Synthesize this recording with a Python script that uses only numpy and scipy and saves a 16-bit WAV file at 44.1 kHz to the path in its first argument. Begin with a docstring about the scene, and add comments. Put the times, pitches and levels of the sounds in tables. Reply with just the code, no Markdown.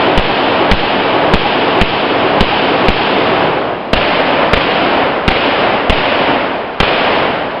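"""Concrete indoor range: a pistol fires a string of shots, first by a side wall, then on the move.
Each blast overloads a small camera's microphone, returns from floor, ceiling and walls, and fills
the hall with a long roar of dense echoes. Ventilation rushes faintly underneath.
The camera's gain control ducks at each shot and recovers as the hall dies away,
so the roar stays level for almost half a second."""
import sys
import numpy as np
from scipy import signal
from scipy.fft import rfft, irfft, next_fast_len
from scipy.io import wavfile

SR = 44100
rng = np.random.default_rng(int(sys.argv[2]) if len(sys.argv) > 2 else 0)


def materialize(psi):
    """Save the field psi as 16-bit PCM at rate SR to the path in sys.argv[1].

    A 1-D psi becomes a single channel; in a 2-D psi each row is a channel.
    """
    bounded = np.clip(np.atleast_2d(psi).T, -1, 1)
    quanta = np.round(bounded * 32767).astype(np.int16)
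    wavfile.write(sys.argv[1], SR, quanta)


N = 335160

# Shots and their push on the microphone: start_s, level_db, push_db, push_length_s, second_throw_db
SHOTS = [(-.35, 4, 16, .015, -12.5), (0.1766, 0.5, 14.5, 0.023, 2), (0.714, 1, 16, 0.019, 13),
         (1.3368, 2, 15, 0.021, -18.5), (1.814, -0.9, 15.5, 0.02, -19), (2.4076, -1.5, 15, 0.015, -23),
         (2.884, -1, 15, 0.017, -8.5), (3.932, 2.5, 15.5, 0.005, 3.5), (4.533, 1.2, 13, 0.006, -13),
         (5.2793, 0.2, 12.5, 0.0058, -11.5), (5.897, -.5, 12.5, .013, 5), (6.8019, -0.5, 10.5, .005, -10.5)]
# Direct shock, floor and ceiling bounces: delay_s, crack_db, spike_db (relative to the push)
SHOCK_PATHS = [(0, 6.5, -8), (.0044, -2, -7.5), (.0095, 0, -5.5)]
# Crack spectrum: freq_hz, density_db
CRACK_SPECTRUM = [(40, 0.5), (250, 0), (700, 4.5), (1500, -3.5), (3000, 0), (4200, -10.5), (5500, -17.5)]
# Wall that answers first: time_s, distance_m
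WALL_DISTANCE = [(2.9, 3.1), (3.93, 7.5), (4.53, 7), (5.28, 5.5), (5.9, 5), (6.8, 4.7)]
# Wall slap spectrum: freq_hz, density_db
SLAP_SPECTRUM = [(40, -1.5), (280, 9), (700, 12.5), (1500, -3), (3000, 0), (4200, -11.5), (5500, -24)]
# Roar spectrum at onset, also the ventilation's: freq_hz, density_db
ROAR_SPECTRUM = [(20, -20), (45, -13.5), (75, -13), (115, -9), (190, -5), (240, -2), (400, -1.5), (640, 1),
                 (900, -2.6), (1300, -6.5), (2000, -8), (3000, -6), (3900, -14.5), (4800, -17)]
# Side wall's colour on the roar: freq_hz, gain_db
SIDE_WALL_EQ = [(70, -1), (165, 3), (245, -1), (375, 3), (600, -1), (830, 2), (1300, 1), (2000, 0.5),
                (3400, 3.5)]
# Standing wave of the hall: freq_hz, half_width_hz, gain_db
STANDING_WAVE = (281, 24, 2.7)
# Hall decay: freq_hz, t60_s
HALL_DECAY = [(60, 2.65), (200, 2.5), (550, 2.8), (1400, 2.406), (2800, 1.63), (5000, 1.52)]
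# Pitched echoes by the side wall: delay_s, pitch_hz, half_length_s, level_db
FLUTTER_ECHOES = [(0.121, 812.3, 0.0095, -2), (0.263, 200, .02, -17.5)]
# Camera's treble droop: freq_hz, gain_db
CAMERA_EQ = [(2800, 0), (4000, -2.5), (5000, -6)]
# Acoustics by the side wall: roar_db, crack_db, spike_db (relative to the push), punch_db, wall_db,
# wall_push_db, far_db, hollow_db (early cut in the roar's low midrange), bright_db_per_octave
WALL_STANCE = dict(roar_db=6, crack_db=8, spike_db=-2.5, punch_db=6.5, wall_db=8.5, wall_push_db=13, far_db=-6.5, hollow_db=1, bright_db_per_octave=-0.09)
# Acoustics on the open floor: same keys
FLOOR_STANCE = dict(roar_db=2, crack_db=5.5, spike_db=-9, punch_db=-3, wall_db=3, wall_push_db=2.5, far_db=-3.5, hollow_db=-3, bright_db_per_octave=0.91)

LEAVES_WALL_S, SWAY_M, WALK_M_PER_S, SOUND_M_PER_S = 3.4, 0.0084, 0.5, 343
PUNCH_HZ, PUNCH_RISE_S = 199.4, 0.0036  # brief ring between floor and ceiling
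SECOND_THROW_DELAY_S, FAR_WALL_DELAY_S = 0.031, 0.076
BAND_HZ, TOP_HZ = 5150, 16000


def amp(db):
    """Decibels to gain."""
    return 10 ** (np.asarray(db) / 20)


def unit(x):
    """Scale to rms 1."""
    return x / np.sqrt(np.mean(x ** 2) + 1e-20)


def along(points, hz):
    """Interpolate (freq_hz, value) points on a log axis."""
    freq_hz, values = np.transpose(points)
    return np.interp(np.log(hz + 1), np.log(freq_hz + 1), values)


def filtered(x, response):
    """Apply a frequency response."""
    size = next_fast_len(len(x) + 8192)
    return irfft(rfft(x, size) * response(np.fft.rfftfreq(size, 1 / SR)), size)[:len(x)]


def noise(count, spectrum):
    """Shaped noise, rms 1."""
    return unit(filtered(rng.standard_normal(count), lambda hz: amp(along(spectrum, hz))))


def lagged(x, lag_s):
    """One-pole smoothing, settled at the start."""
    pole = np.exp(-1 / (lag_s * SR))
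    return signal.lfilter([1 - pole], [1, -pole], x, zi=[pole * x[:SR // 100].mean()])[0]


def add(track, start_s, x):
    """Mix x into the track."""
    start = round(start_s * SR)
    x = x[max(-start, 0):]
    span = track[max(start, 0):][:len(x)]
    span += x[:len(span)]


def bump(t, rise_s):
    """One-sided pulse of height 1."""
    return t / rise_s * np.exp(1 - t / rise_s)


def stance_at(time_s):
    """Acoustics of the shooter's spot."""
    return WALL_STANCE if time_s < LEAVES_WALL_S else FLOOR_STANCE


def crack(t, spectrum, decay_s):
    """Burst of torn air, dying fast."""
    return noise(len(t), spectrum) * np.exp(-t / decay_s)


def capsule_throw(t, length_s):
    """The overloaded capsule is thrown to one side and swings back past rest."""
    return (t / length_s - 1) * np.exp(-t / length_s) * (1 - np.exp(-t / 0.0009))


def muzzle_blast(t, spot, push_db, push_length_s):
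    """Shock, first bounces, their low punch and the slow push on the microphone."""
    push = amp(push_db) * capsule_throw(t, push_length_s)
    punch = amp(spot["punch_db"]) * np.sin(2 * np.pi * PUNCH_HZ * (t - 0.001)) * bump(t, PUNCH_RISE_S)
    out = push - punch
    for delay_s, crack_db, spike_db in SHOCK_PATHS:
        spike = amp(push_db + spot["spike_db"] + spike_db) * bump(t, rise_s=0.00052)
        burst = amp(spot["crack_db"] + crack_db) * crack(t, CRACK_SPECTRUM, decay_s=0.0037)
        add(out, delay_s, burst + spike)
    return out


def wall_slap(t, spot):
    """The nearest wall returns the blast as a short, flat-topped slap."""
    envelope = (1 - np.exp(-t / 0.00072)) * np.exp(-(t / 0.0065) ** 4)
    burst = amp(spot["wall_db"]) * crack(t, SLAP_SPECTRUM, decay_s=0.021)
    push = amp(spot["wall_push_db"]) * np.exp(-t / 0.0071)
    return envelope * (burst + push)


def blasts():
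    """Each shot arrives directly, then off the near and far walls; some throw the capsule twice."""
    out, t = np.zeros(N), np.arange(SR // 4) / SR
    for start_s, level_db, push_db, push_length_s, second_throw_db in SHOTS:
        spot = stance_at(start_s)
        wall_delay_s = 2 * np.interp(start_s, *np.transpose(WALL_DISTANCE)) / SOUND_M_PER_S
        add(out, start_s, amp(level_db) * muzzle_blast(t, spot, push_db, push_length_s))
        add(out, start_s + wall_delay_s, amp(level_db) * wall_slap(t, spot))
        add(out, start_s + SECOND_THROW_DELAY_S, amp(second_throw_db) * capsule_throw(t, length_s=0.025))
        far_echo = crack(t, CRACK_SPECTRUM, decay_s=0.025)
        add(out, start_s + FAR_WALL_DELAY_S, amp(level_db + spot["far_db"]) * far_echo)
    return out


def scatter(t):
    """Early echo cluster off ceiling beams and pillars."""
    return amp(2) * bump(np.maximum(t - 0.022, 0), rise_s=0.012) * crack(t, CRACK_SPECTRUM, decay_s=0.14)


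def moved(echoes, step_m):
    """Echo pattern after a step: only waves much longer than the step keep their shape."""
    coherence = lambda hz: np.exp(-2 * np.pi * hz * abs(step_m) / SOUND_M_PER_S)
    fresh = rng.standard_normal(len(echoes))
    return filtered(echoes, coherence) + filtered(fresh, lambda hz: np.sqrt(1 - coherence(hz) ** 2))


def roar_colour_db(hz, spot, by_wall):
    """Roar spectrum at one spot: standing wave, side wall, tilt."""
    mode_hz, half_width_hz, mode_db = STANDING_WAVE
    standing_db = mode_db * np.exp(-((hz - mode_hz) / half_width_hz) ** 2)
    tilt_db = spot["bright_db_per_octave"] * np.log2(hz / 1000 + 0.19)
    return along(ROAR_SPECTRUM, hz) + standing_db + by_wall * along(SIDE_WALL_EQ, hz) + tilt_db


def roar(t, echoes, spot, by_wall):
    """Dense echoes off bare concrete thicken, then fade, treble first."""
    coloured = unit(filtered(echoes, lambda hz: amp(roar_colour_db(hz, spot, by_wall))))
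    hz, age_s, frames = signal.stft(coloured, SR, nperseg=512)
    fade_db = 60 * age_s / along(HALL_DECAY, hz)[:, None]
    # by the wall, the low midrange returns late from the hall's far end
    low_mid = np.exp(-(np.log2(hz / 550 + 0.014) / 0.56) ** 2)
    hollow_db = spot["hollow_db"] * np.outer(low_mid, np.exp(-age_s / 0.098))
    tail = signal.istft(frames * amp(-fade_db - hollow_db), SR, nperseg=512)[1][:len(t)]
    return tail * (1 - np.exp(-t / 0.032))


def flutter(t):
    """Evenly spaced surfaces return the shock as brief pitched echoes."""
    out = np.zeros(len(t))
    for delay_s, pitch_hz, half_length_s, level_db in FLUTTER_ECHOES:
        envelope = np.exp(-((t - delay_s) / half_length_s) ** 2)
        out += amp(level_db) * envelope * np.sin(2 * np.pi * (pitch_hz * t + rng.random()))
    return out


def hall():
    """The hall's answer as the shooter sways, then walks; shots from one spot ring alike."""
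    out, t = np.zeros(N), np.arange(2 * SR) / SR
    echoes, previous_s = rng.standard_normal(len(t)), SHOTS[0][0]
    for start_s, level_db, *_ in SHOTS:
        spot, by_wall = stance_at(start_s), start_s < LEAVES_WALL_S
        step_m = SWAY_M if by_wall else WALK_M_PER_S * (start_s - previous_s)
        echoes = moved(echoes, step_m)
        tail = roar(t, echoes, spot, by_wall) + by_wall * flutter(t)
        add(out, start_s, amp(level_db + spot["roar_db"]) * tail)
        add(out, start_s, amp(level_db) * scatter(t[:SR // 4]))
        previous_s = start_s
    return out


def ventilation():
    """Faint, steady rush of air."""
    return amp(-29) * noise(N, ROAR_SPECTRUM)


def scene():
    """Ventilation, shots and hall, mono."""
    return (ventilation() + blasts() + hall())[None]


def gain_control(x, limit_db, release_db_per_s, sense_s, attack_s):
    """Gain drops fast above the limit and climbs back steadily."""
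    level_db = 10 * np.log10(lagged(x ** 2, sense_s) + 1e-12)
    over_db = np.maximum(level_db - limit_db, 0)
    climb_db = release_db_per_s * np.arange(N) / SR
    held_db = np.maximum.accumulate(over_db + climb_db) - climb_db
    return x * amp(-lagged(held_db, attack_s))


def record(dry):
    """The camera rides its gain, clips and narrows the band; overshoots clip again."""
    x = gain_control(dry[0], limit_db=-9.0, release_db_per_s=32.5, sense_s=0.019, attack_s=0.0066)
    x = filtered(x, lambda hz: 1j * hz / (1j * hz + 1.0))  # steady pressure leaks away
    x = np.clip(x, -1, 1)
    x = filtered(x, lambda hz: amp(along(CAMERA_EQ, hz)))
    x = filtered(x, lambda hz: 1 / np.sqrt(1 + (hz / BAND_HZ) ** 52))
    x = np.clip(x, -0.97, 0.97)
    # faint, steady high hiss under everything
    hiss = amp(-72.5) * unit(filtered(rng.standard_normal(N), lambda hz: 1 / (1 + (hz / 8000) ** 4)))
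    x = filtered(x + hiss, lambda hz: 1 / np.sqrt(1 + (hz / 12000) ** 4))
    return filtered(x, lambda hz: hz < TOP_HZ)[None]


dry = scene()
out = record(dry)
materialize(out)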